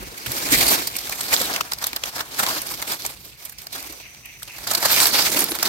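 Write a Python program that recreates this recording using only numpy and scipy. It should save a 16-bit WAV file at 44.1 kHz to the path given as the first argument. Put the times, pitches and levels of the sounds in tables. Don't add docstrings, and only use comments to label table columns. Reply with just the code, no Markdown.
import sys
import numpy as np
from scipy import signal
from scipy.fft import rfft, irfft, next_fast_len
from scipy.io import wavfile
from scipy.ndimage import uniform_filter1d, map_coordinates

SR = 44100
rng = np.random.default_rng(int(sys.argv[2]) if len(sys.argv) > 2 else 0)


def elevation(decibels):
    levels = np.asarray(decibels, float)
    return 10 ** (levels / 20)


def persist_wave(psi):
    counts = np.round(np.clip(psi, -1, 1) * 32767).astype(np.int16)
    wavfile.write(sys.argv[1], SR, np.atleast_2d(counts).T)


N = 250488
TIME = np.arange(N) / SR
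SIDES = np.array([[.5], [-.5]])


def along(points, hz):
    point_hz, value = np.transpose(points)
    return np.interp(np.log(hz + 1), np.log(point_hz + 1), value)


def unit(x):
    return x / np.sqrt(np.mean(x ** 2) + 1e-20)


def curves(rows):
    s, *columns = np.transpose(rows)
    return [np.interp(TIME, s, column) for column in columns]


def wobble(rate):
    coarse = TIME[::32]
    knots = rng.standard_normal(int(N * 100 / SR))
    return np.interp(TIME, coarse, map_coordinates(knots, [coarse * np.clip(rate, .1, 95)]))


def filtered(x, response):
    size = next_fast_len(x.shape[-1] + 4096, real=True)
    spectrum = rfft(x, size) * response(np.fft.rfftfreq(size, 1 / SR))
    return irfft(spectrum, size)[..., :x.shape[-1]]


def shaped(spectrum):
    return lambda hz: elevation(along(spectrum, hz))


def peaks(modes):
    def response(f):
        total = 0
        for centre, width, db in modes:
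            damping = (f * width) ** 2
            total = total + elevation(db) * (damping / ((centre ** 2 - f ** 2) ** 2 + damping)) ** 1.5
        return total
    return response


# pitch_hz, likeness (0 to 1)
LIKENESS = [(60, 0.69), (300, 0.81), (700, 0.87), (1400, 0.58), (3000, 0.13), (6000, 0.066), (12000, 0.025)]


def rush(response, lead=9.96):
    size = next_fast_len(N, real=True)
    hz = np.fft.rfftfreq(size, 1 / SR)
    a, b, c, d = rng.standard_normal((4, len(hz)))
    turn = np.arccos(np.clip(along(LIKENESS, hz), -1, 1)) / 2
    pair = np.cos(turn) * (a + 1j * b) + 2 * SIDES * np.sin(turn) * (c + 1j * d)
    pair *= response(hz) * np.exp(2j * np.pi * hz * lead / SR * SIDES)
    return unit(irfft(pair, size)[:, :N])


def humps(times, sizes, lengths, rise=0.47, fall=0.28):
    t = np.arange(-lengths.max() * SR // 2, lengths.max() * SR * 3).astype(int)
    u = t / (lengths[:, None] * SR) - .36
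    shape = np.where(u < 0, np.exp(-(u / rise) ** 2), np.exp(-np.abs(u) / fall))
    where = np.clip((times * SR).astype(int)[:, None] + t, 0, N)
    power = (sizes[:, None] ** 2 * shape).ravel()
    return np.sqrt(np.bincount(where.ravel(), power, N + 1)[:N])


def tone(s, hz, width_hz):
    pitch = hz[np.clip(np.searchsorted(s - .004, TIME) - 1, 0, None)]
    turn = np.exp(2j * np.pi * np.cumsum(pitch) / SR)
    a, b, c = filtered(rng.standard_normal((3, N)), lambda f: 1 / (1 + (f / width_hz) ** 4))
    return unit(np.real(turn * (a + 1j * np.array([b, c]))))


def halves(x):
    x = unit(x)
    split_hz = 7500
    dull = filtered(x, lambda hz: 1 / (1 + (hz / split_hz) ** 8))
    return dull, (x - dull) * elevation(-1.5 * SIDES)


# pitch_hz, level_db (per Hz)
RUMBLE_COLOUR = [(15, -39), (25, -4), (54, 10.5), (91, -5), (119, 5), (173, -5), (200, -5.5), (260, -10.5),
                 (440, -120)]
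# pitch_hz, level_db (per Hz)
HUSH_COLOUR = [(90, -5.5), (150, -12.5), (600, -15), (1500, -20), (4000, -15), (10500, -23), (13400, -28),
               (16000, -26)]
# start_s, level_db
WEIGHT_SHIFTS = [
    (0.0, -39),
    (0.255, -61),
    (0.285, -32),
    (0.345, -50),
    (0.54, -33.5),
    (0.9, -50.5),
    (4.56, -55),
    (4.6, -48.5),
    (5.68, -51),
]


def forest():
    rumble_db = curves(WEIGHT_SHIFTS)[0] + 2.0 * wobble(31)
    rumble = elevation(rumble_db) * rush(shaped(RUMBLE_COLOUR), lead=3.0)
    hush_db = -55.0 + 1.5 * wobble(2.66)
    return rumble + elevation(hush_db) * rush(shaped(HUSH_COLOUR), lead=3.0)


# pitch_hz, width_hz, level_db
PULSER_NOTES = [(2250, 900, -6), (2640, 670, -2)]
# pitch_hz, width_hz, level_db
HISSER_NOTE = [(6000, 650, 0)]
# start_s, level_db
CHORUS_LEVEL = [
    (0, -49),
    (1.5, -53),
    (2.3, -55),
    (3.1, -61),
    (3.7, -55.5),
    (3.95, -47),
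    (4.6, -47.5),
    (5.68, -59),
]


def cicadas():
    phase = ((TIME - 3.995) * 4.22) % 1

    def pulse(swell, fade):
        return 0.16 + (1 - np.exp(-phase / swell)) * np.exp(-(phase / fade) ** 2)

    buzz_db = 2.2 * wobble(80)
    low, high = (rush(peaks([note]), lead=2.0) for note in PULSER_NOTES)
    notes = elevation(2.5) * pulse(0.12, 0.6) * low + elevation(0.5) * pulse(0.028, 0.49) * high
    pulser = unit(elevation(buzz_db)) * notes
    waver_db = 1.8 * wobble(9)
    hisser = elevation(-5.5 + waver_db) * rush(peaks(HISSER_NOTE), lead=1.7)
    return elevation(curves(CHORUS_LEVEL)[0]) * (pulser + hisser)


def rings(times, sizes, hz, cycles, lag):
    t = np.arange(96) / SR
    out = []
    for side, size in zip((.5, -.5), sizes):
        decay = np.exp(-t * hz[:, None] / cycles)
        wave = size[:, None] * np.sin(2 * np.pi * hz[:, None] * t) * decay
        start = (times * SR - side * lag).astype(int)[:, None] + np.arange(len(t))
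        out.append(np.bincount(np.clip(start, 0, N).ravel(), wave.ravel(), N + 1)[:N])
    return np.array(out)


# pitch_hz, level_db (per Hz)
LEAF_COLOUR = [(1000, -27), (1780, -13.5), (1970, -6.5), (2250, -2), (2600, -6.5), (3220, -4), (4460, 0),
               (6710, -4), (8780, -3.5), (10600, -8.5), (13100, 1), (14000, -4), (15600, -12)]


def crackle(share_db, cycles, spread_db):
    when, strength, pitch, place = rng.random((7000, 4)).T
    size = elevation(-spread_db * np.log(strength + .004)) * elevation(SIDES * 16 * (place - .5))
    cracks = rings(when * N / SR, size, 1800 * 8 ** pitch, cycles, lag=6 + 8 * place)
    grains = unit(filtered(cracks, shaped(LEAF_COLOUR)))
    return rush(shaped(LEAF_COLOUR)) + elevation(share_db) * grains


def patchy(x, depth_db):
    z = signal.stft(x, nperseg=256)[2]
    field = uniform_filter1d(rng.standard_normal(z.shape[1:]), size=9, axis=0)
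    field = uniform_filter1d(field, size=14, axis=1)
    return signal.istft(z * elevation(depth_db * unit(field)), nperseg=256)[1][:, :N]


# start_s, rustle_db, weight_db
BUSY_HANDS = [(0.0, -43, 4), (0.6, -27.5, 2), (0.94, -32, -2.5), (1.25, -27, -4), (1.5, -34, 9),
              (1.69, -40.5, 3), (2.01, -42, 1), (2.27, -40, 1.5), (2.45, -25.5, -1.5), (2.79, -34.5, -1.5),
              (3.11, -37, -5.5), (3.36, -51.5, -2), (3.7, -54, 4.5), (3.76, -32, -1.5), (4.09, -47, -3),
              (4.36, -47.5, -6), (4.65, -35, -0.5), (5.68, -30.5, 1)]
# full_contact_s, hold_s, rustle_db, body_db and soil_db (both over the rustle)
HAND_STROKES = [(0.302, 0.16, -28, -11, -3.5), (0.526, 0.21, -16.5, -9.5, -8.5),
                (0.743, 0.058, -32, 3.5, 4), (1.322, .13, -23, -8, -9.5), (1.534, 0.012, -27.5, 1.5, -17),
                (1.823, 0.05, -32, -3, -22), (1.95, 0.014, -40.5, 7, -19), (2.066, 0.026, -31.5, -1, -12),
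                (2.18, 0.021, -39, 11, -2), (2.38, 0.17, -28.5, -2.5, -8.5), (2.893, 0.033, -23.5, -5, -12),
                (3.031, 0.048, -30.5, -6.5, -9.5), (3.255, 0.044, -42.5, -9.5, -7),
                (3.402, 0.1, -41, -9, -15), (3.592, 0.04, -40, -10, -16), (3.744, 0.016, -33, -7, -29),
                (4.7, 0.05, -28, -2.5, -32), (4.828, .1, -20.5, -3.5, -18), (4.929, 0.14, -16, -9.5, -14.5),
                (5.067, 0.043, -26.5, -5, -11), (5.13, 0.13, -18.5, -4, -10),
                (5.306, 0.12, -21.5, -10, -4.5), (5.493, 0.018, -37.5, -13, 6), (5.653, .06, -25.5, 2, -3)]


def stir():
    press_db_per_s, lift_db_per_s = 409, 273
    busy_body_db, busy_soil_db = -3.5, -7.5
    busy_db, weight_db = curves(BUSY_HANDS)
    s, hold, db, body_db, soil_db = np.transpose(HAND_STROKES)[..., None]
    before = np.maximum(s - TIME, 0)
    after = np.maximum(TIME - s - hold, 0)
    stroke_db = db - press_db_per_s * before - lift_db_per_s * after
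    stroke, busy = elevation(2 * stroke_db).T, elevation(2 * busy_db)
    total = busy + stroke.sum(axis=1)

    def blend(steady_db, each_db):
        power = busy * elevation(2 * (steady_db + weight_db)) + stroke @ elevation(2 * each_db[:, 0])
        return 10 * np.log10(power / total)

    body, soil = blend(busy_body_db, body_db), blend(busy_soil_db, soil_db)
    bright_db = -2 - 0.67 * (body - busy_body_db)
    return 10 * np.log10(total), body, soil, bright_db


# pitch_hz, level_db (per Hz)
BODY_COLOUR = [(400, -12), (650, -1), (1100, -1.5), (1800, -1.5), (2400, -17)]
# pitch_hz, level_db (per Hz)
SOIL_COLOUR = [(100, -18), (160, -11), (300, -2.5), (560, -9), (800, -17)]
# start_s, left_right_db
HAND_PLACE = [
    (0.0, -0.5),
    (2.5, 0),
    (3.27, -2),
    (5.68, -1.5),
]


def rustle():
    rustle_db, body_db, soil_db, bright_db = stir()
    clumps = unit(elevation(2.1 * wobble(90) + .8 * wobble(25)))
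    dull, bright = halves(patchy(crackle(share_db=-7, cycles=1.35, spread_db=3.0), depth_db=1.74))
    top = elevation(-.4 * bright_db) * dull + elevation(0.45 * bright_db - 1.0) * bright
    when, strength, length = rng.random((500, 3)).T
    catches = humps(when * N / SR, elevation(1 - 1.6 * np.log(strength + .04)), .0006 + .0015 * length)
    top_db = rustle_db - 2.0 + SIDES * curves(HAND_PLACE)[0]
    top = elevation(top_db) * clumps * np.hypot(1, catches) * top
    flex = unit(clumps * elevation(2.5 * wobble(40)) * rush(shaped(BODY_COLOUR), lead=6.5))
    body = elevation(rustle_db + body_db - 2.5) * flex
    shift = unit(clumps ** 0.61 * elevation(0.8 * wobble(25.017)) * rush(shaped(SOIL_COLOUR), lead=5))
    return top + body + elevation(rustle_db + soil_db - 0.5) * shift


# start_s, peak_db, pitch_hz
SOIL_THUDS = [(0.001, -31, 299.6), (0.022, -27, 380), (0.07, -31, 283), (0.118, -30, 450),
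              (0.268, -28.5, 134.1), (0.521, -11.5, 301), (0.713, -15, 617), (1.327, -33, 668),
              (1.404, -17, 519), (1.606, -34, 432.5), (1.713, -33, 430), (1.927, -33.5, 335.3),
              (2.389, -18, 664), (2.56, -24.5, 556), (2.815, -44, 633), (3.047, -37, 129.7),
              (3.257, -35, 320), (3.784, -33.5, 294), (3.896, -31, 323.6), (4.688, -25, 511),
              (4.773, -23.5, 350), (5.36, -18, 290.8), (5.512, -19, 324.7), (5.59, -24, 335)]


def thuds():
    s, db, hz = np.transpose(SOIL_THUDS)
    swell = humps(s + 0.006, elevation(db), 3.6 / hz + 0.0041)
    knock = elevation(-12.5) * tone(s, hz, width_hz=14.0)[0]
    puff = elevation(-8.0) * rush(shaped(SOIL_COLOUR), lead=5.6)
    return swell * (knock + puff)


def even(x):
    power = uniform_filter1d(np.mean(x ** 2, axis=0), size=90)
    return x / np.sqrt(np.abs(power) + .1)


# start_s, level_db, length_ms, pitch_hz
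EDGE_TICKS = [(.318, -20.5, 3.7, 3920), (.521, -15.5, 8.5, 2370), (.712, -17.5, 25, 820),
              (.873, -17.5, 5.6, 4820), (.966, -19, 4.1, 8230), (1.716, -34, 1.3, 9470),
              (1.828, -26, 1.2, 7150), (1.869, -14.5, 2.3, 9350), (2.618, -22.5, 4.3, 9430),
              (2.671, -31, 2.8, 9220), (2.697, -35, 4, 9350), (2.715, -29.5, 17, 1030),
              (2.819, -24, 1.4, 7000), (3.063, -20.5, 4.2, 8010), (3.254, -39, 2.7, 5380),
              (3.453, -29.5, 6.6, 8960), (3.496, -31.5, 4, 9470), (3.523, -38, 7.8, 1770),
              (3.619, -35, 1.6, 8180), (3.827, -30, 2.5, 5600), (3.925, -33, 2.9, 6420),
              (4.257, -36.5, 5, 2580), (5.069, -15, 1.4, 9470), (5.318, -21, 5.1, 820),
              (5.391, -14.5, 6.5, 9090), (5.406, -16, 2.5, 9470), (5.43, -36, 2.4, 8530),
              (5.442, -19, 2.4, 9470), (5.551, -24, 6.8, 1290)]
# start_s, level_db, length_ms, pitch_hz
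LEAF_CRACKS = [(.178, -28.5, 10, 2200), (.539, -17.5, 22, 2150), (.61, -11.5, 5.6, 2200),
               (.667, -12.5, 3.1, 4500), (.546, -12, 1.5, 2100), (.703, -17, 1.5, 12500),
               (1.402, -19, 3.3, 3900), (5.209, -13, 1.2, 5100), (5.22, -15, 11, 5000),
               (.681, -23, 3.5, 9470), (.826, -27.5, 37, 4180), (.987, -21, 4.9, 4910),
               (1.07, -27.5, 8.7, 2110), (1.096, -21.5, 2.9, 860), (1.196, -26, 7.3, 950),
               (1.209, -17, 6, 8010), (1.735, -12.5, 0.85, 5040), (1.786, -25.5, 2.96, 4570),
               (1.963, -15.5, 3.5, 4610), (2.156, -25.5, 20.5, 5210), (3.051, -20, 5.4, 860),
               (3.585, -31, 6.5, 5300), (4.422, -37, 5.9, 1400), (4.43, -24.5, 3.3, 8230),
               (4.75, -10.5, 5.3, 4350), (4.828, -13.5, 1.1, 1030), (5.002, -6, 0.99, 4520),
               (5.588, -19, 1.6, 1720), (5.656, -16, 12, 4820)]
# start_s, level_db, length_ms, pitch_hz
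LEAF_FOLDS = [(.264, -22.5, 6.7, 1993), (.367, -27.5, 54, 4950), (.436, -26, 7.5, 5612),
              (1.329, -13, 16, 2327), (1.415, -16, 3.7, 3913), (1.841, -16, 4.3, 3963),
              (2.057, -24.5, 5.1, 6000), (2.394, -15.5, 17, 1162), (2.487, -18.5, 7.8, 4830),
              (2.825, -18.5, 3.7, 1920), (2.918, -20.5, 7.6, 4870), (3.669, -27.5, 3.4, 4616),
              (4.584, -29.5, 6.6, 1986), (4.673, -20, 8.1, 4896), (4.714, -15, 6.7, 7210),
              (4.735, -17, 4.8, 4390), (4.776, -19.5, 11.1, 4520), (4.853, -12, 13.7, 4500),
              (4.915, -16.5, 5.7, 2110), (5.022, -14.5, 29, 4130), (5.367, -15, 15.1, 2450),
              (5.628, -11.5, 4.3, 5310)]
# start_s, level_db, length_ms, pitch_hz
TWIG_BREAKS = [(1.123, -21, 13, 2205), (1.339, -7.5, 6.4, 7180), (1.363, -22, 3.1, 3620),
               (1.538, -16, 3.3, 4960), (1.562, -14, 3.6, 2523), (1.609, -15.5, 5.5, 2704),
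               (1.72, -17.5, 5.3, 1468), (1.932, -16.5, 0.94, 2450), (2.0375, -14, 2.2, 3000),
               (2.182, -24, 3.8, 1377), (2.192, -23.5, 8.5, 1659), (2.206, -18.5, 7.9, 1495),
               (2.465, -12.5, 1.33, 3525), (2.563, -22.5, 12.6, 992), (2.877, -34, 3.7, 3444),
               (3.729, -27, 12.2, 4070), (4.001, -33.5, 4.2, 774), (4.148, -37, 2.7, 2710),
               (4.48, -33, 9.5, 2787), (4.903, -15, 5.4, 2770), (5.056, -9.5, 3.25, 4180),
               (5.139, -20, 9.9, 1640), (5.185, -13, 25, 4890), (5.266, -13, 6.8, 2374),
               (5.519, -20.5, 2.6, 2386)]


def contacts():
    # brightness dB, body dB over level, first break dB over level
    kinds = ((EDGE_TICKS, (7.2, -15, 1)), (LEAF_CRACKS, (-0.8, -18, 1.6)),
             (LEAF_FOLDS, (0.59, -9, 0)), (TWIG_BREAKS, (-7, -12, 2)))
    return np.transpose(sorted((*row, *colour) for rows, colour in kinds for row in rows))


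def snaps():
    s, db, length_ms, hz, bright_db, body_db, break_db = contacts()
    length = np.clip(length_ms, .8, 30) / 1000
    first_fibre_s = np.full(len(s), 0.00063)

    def splinter(level):
        first = humps(s, elevation(level + break_db - .7 * length_ms), first_fibre_s)
        after_rustle = elevation(-17) * humps(s, elevation(level), length + .012)
        return np.hypot(first, humps(s, elevation(level), length)) + after_rustle

    dull, bright = halves(even(rush(shaped(LEAF_COLOUR))))
    top = elevation(-4.0) * splinter(db - 0.14 * bright_db) * dull
    top = top + elevation(-4.0) * splinter(db + 0.73 * bright_db) * bright
    ring_swell = humps(s, elevation(db - 0.047 * np.abs(bright_db)), length + 0.0023)
    ring = elevation(-8.0) * ring_swell * even(tone(s, hz, width_hz=480))
    body_swell = humps(s, elevation(db + body_db), length + 0.0032)
    body = elevation(0.5) * body_swell * even(rush(shaped(BODY_COLOUR)))
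    return elevation(SIDES * curves(HAND_PLACE)[0]) * (top + ring) + body


def pops(rows, level_db, cycles, rise):
    s, db, hz, pan_db = np.transpose(rows)[..., None]
    t = np.arange(-96, 224) / SR
    life = cycles / hz + 0.000089
    shape = np.where(t < 0, np.exp(-(t / (rise * life)) ** 2), np.exp(-np.abs(t) / life))
    phase, detune, apart = rng.random((len(s), 3)).T[..., None]
    where = np.clip((s * SR).astype(int) - 96 + np.arange(len(t)), 0, N).ravel()
    out = []
    for side in (.5, -.5):
        turn = 2 * np.pi * (hz * (t + side * 10 / SR) + phase + side * apart * hz / 8000)
        wave = np.sin(turn) + .6 * np.sin(turn * (1.1 + .25 * detune))
        sized = elevation(db + level_db + side * pan_db) * shape * wave
        out.append(np.bincount(where, sized.ravel(), N + 1)[:N])
    return np.array(out)


# start_s, peak_db, pitch_hz, left_right_db
SCRAP_PINGS = [(0.2617, -24, 2500, -18), (0.2651, -23, 1510, -14), (0.2679, -24.5, 3000, -17),
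               (0.988, -16, 5600, 4.8), (1.0973, -37, 980, 8), (1.0975, -16, 4280, 9),
               (1.3312, -13, 2530, 7.1), (1.3651, -7, 3860, -9), (1.5308, -15, 4280, -13),
               (1.5637, -15.9, 2550, -4.8), (1.6098, -15, 3000, 0.7), (1.6103, -30, 5550, -6),
               (1.6103, -12.5, 1158, 12), (1.7211, -24, 1390, 0), (1.7213, -12, 3930, -6.2),
               (1.7351, -17, 4670, 4), (1.8291, -27, 4300, 1.6), (1.8433, -27, 1180, -4),
               (1.9321, -30, 3930, -2.0), (1.9635, -16, 5090, -8), (1.9645, -29, 2130, 0),
               (1.9698, -16, 3300, -2.3), (2.0374, -15.5, 2780, -2), (2.194, -22, 4280, -3),
               (2.1945, -26, 1510, -4), (2.2017, -28, 1510, 1), (2.2097, -15.5, 3340, 8),
               (2.3938, -13, 1650, 4), (2.3976, -20, 3010, 11.2), (2.3985, -16.4, 1070, 5),
               (2.4028, -13, 1510, -4), (2.4656, -12.7, 3930, -12), (2.8253, -29, 3030, -0.5),
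               (2.9224, -21, 5130, -1), (3.0518, -25.2, 2330, 10.7), (3.5876, -36, 3040, -10.9),
               (3.6702, -22, 4550, 1), (3.7385, -29, 3605, -5.6), (4.4247, -31, 1390, 13),
               (4.4317, -27, 3237, 8.3), (4.5893, -35, 1980, -7.9), (4.6714, -23, 1380, 0),
               (4.6751, -12.5, 5090, 2.5), (4.751, -7, 4290, -9), (4.7542, -10.9, 4300, 4),
               (4.8582, -16, 4300, -2.0), (5.0568, -2, 4667, 0.0), (5.5192, -11.5, 3950, 1.5),
               (5.5195, -22, 1270, 5.9), (5.629, -21, 1390, 11.5)]


def pings():
    return pops(SCRAP_PINGS, level_db=-3.5, cycles=1.2, rise=1.2)


# start_s, peak_db, pitch_hz, left_right_db
FIBRE_SPITS = [(0.3203, -10.9, 11300, -1), (0.6827, -2, 9000, 2.4), (0.8738, -19, 13200, -4),
               (0.9678, -19, 9340, 0), (1.095, -17, 7170, 3.3), (1.0975, -14, 14400, -5.3),
               (1.1242, -16, 8500, -0.1), (1.3405, -12, 7200, 1), (1.6108, -25, 14400, -7.3),
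               (1.6131, -21, 6050, -3.5), (1.6136, -21.9, 14400, -8.4), (1.7173, -19, 9400, -3.2),
               (1.7208, -26, 14360, -12.1), (1.7346, -16, 11700, -10.3), (1.8249, -22.0, 12000, -8.9),
               (1.8291, -22.3, 8560, 4.6), (1.8423, -12, 6050, 6.0), (1.8688, -10, 12120, -10.3),
               (1.9321, -29, 13300, -14), (1.963, -15.0, 14100, -12.1), (2.0379, -15, 6000, -2),
               (2.3946, -10.5, 8400, -9), (2.6183, -19.8, 9350, -4.7), (2.6712, -18, 10200, -8.8),
               (2.8203, -28, 9240, -9.6), (2.8256, -20.6, 9340, -6.6), (3.0645, -14.6, 6050, 2),
               (3.2337, -33.6, 14350, -8.9), (3.2531, -29, 12110, -12.9), (3.4507, -26.2, 14100, -19.1),
               (3.4544, -29, 14260, -18.9), (3.4581, -30, 10220, -15), (3.4978, -25.6, 14360, -9.7),
               (3.5911, -37, 14440, -20.0), (3.6203, -28.7, 14400, -15.5), (3.6707, -28.7, 14400, -3.6),
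               (3.7295, -24.5, 11070, -18), (3.9258, -28.1, 14400, -2.5), (4.2588, -29.0, 14350, -13.5),
               (4.4324, -21, 8530, -1), (4.7071, -14, 10240, -4.5), (4.7138, -11, 7840, -5),
               (4.8592, -8, 9260, -11.1), (5.0615, -5.5, 13200, -12.0), (5.0712, -6.2, 12030, -11.7),
               (5.4047, -10, 11010, -16), (5.4072, -10, 11100, -14.7), (5.4421, -9, 11900, -22),
               (5.63, -9, 6040, 5), (5.6302, -5, 14390, -12.5)]


def spits():
    return pops(FIBRE_SPITS, level_db=-3, cycles=2.5, rise=1.54)


# start_s, length_s, level_db, first_pitch_hz, last_pitch_hz
LEAF_DRAGS = [(0.519, 0.052, -22, 2100, 2187), (.585, 0.095, -30.5, 620, 700),
              (0.589, .04, -33, 2250, 2250), (0.658, 0.057, -23, 4700, 4300),
              (.69, 0.039, -27, 12500, 13300), (1.43, 0.039, -29.5, 4090, 4010),
              (2.459, 0.045, -31, 950, 990), (3.869, 0.14, -52, 482, 523), (4.892, .04, -29, 12980, 13200),
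              (4.994, 0.07, -23, 8800, 8020), (5.101, 0.14, -23, 4320, 5170), (5.17, .07, -43, 1500, 1400),
              (5.36, 0.048, -32, 12500, 12000), (5.488, 0.035, -26.5, 11540, 11100),
              (5.645, .03, -30, 3700, 4280)]


def drags():
    out = np.zeros((2, N))
    for s, length, db, first_hz, last_hz in LEAF_DRAGS:
        u = np.linspace(0, 1, int(np.clip(length, .01, .2) * SR))
        a, b, c, grit = rng.standard_normal((4, SR // 4))[:, :len(u)]
        width_hz = 0.11 * first_hz + 60
        a, b, c = filtered(np.array([a, b, c]), lambda f: 1 / (1 + (f / width_hz) ** 4))
        turn = np.exp(2j * np.pi * np.cumsum(first_hz + (last_hz - first_hz) * u) / SR)
        grain = elevation(2.9 * unit(uniform_filter1d(grit, size=100)))
        song = unit(grain * np.real(turn * (a + 1j * np.array([b, c]))))
        song = elevation(db) * np.sqrt(np.sin(np.pi * u) + 1e-9) * song
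        part = out[:, int(s * SR):][:, :len(u)]
        part += song[:, :part.shape[1]]
    return out


# start_s, left_lag_ms
HAND_LAG = [
    (0.0, -.22),
    (.9, -.2),
    (1.1, -.06),
    (4.4, -.1),
    (4.6, .3),
    (5.68, .27),
]


def scene():
    left, right = rustle() + thuds() + snaps() + pings() + spits() + drags()
    late = np.arange(N) - np.round(curves(HAND_LAG)[0] * SR / 1000).astype(int)
    hands = np.array([left[np.clip(late, 0, N - 1)], right])
    return forest() + cicadas() + hands


def top_cut(x):
    return signal.sosfilt(signal.butter(12, 16510, fs=SR, output="sos"), x)


# pitch_hz, left_right_db
PORT_TILT = [(40, -4.5), (120, 1), (400, 1.5), (2000, 0.5), (15000, -3.5)]


def record(dry):
    def microphone(hz):
        treble_limit = np.where(hz < 15850, 1, elevation(-39))
        bass_cut = 1 + (42 / (hz + 1)) ** 4
        return elevation(SIDES * along(PORT_TILT, hz)) * treble_limit / bass_cut

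    x = filtered(dry, microphone)
    return top_cut(x / (1 + np.abs(x) ** 6) ** (1 / 6))


dry = scene()
out = record(dry)
persist_wave(out)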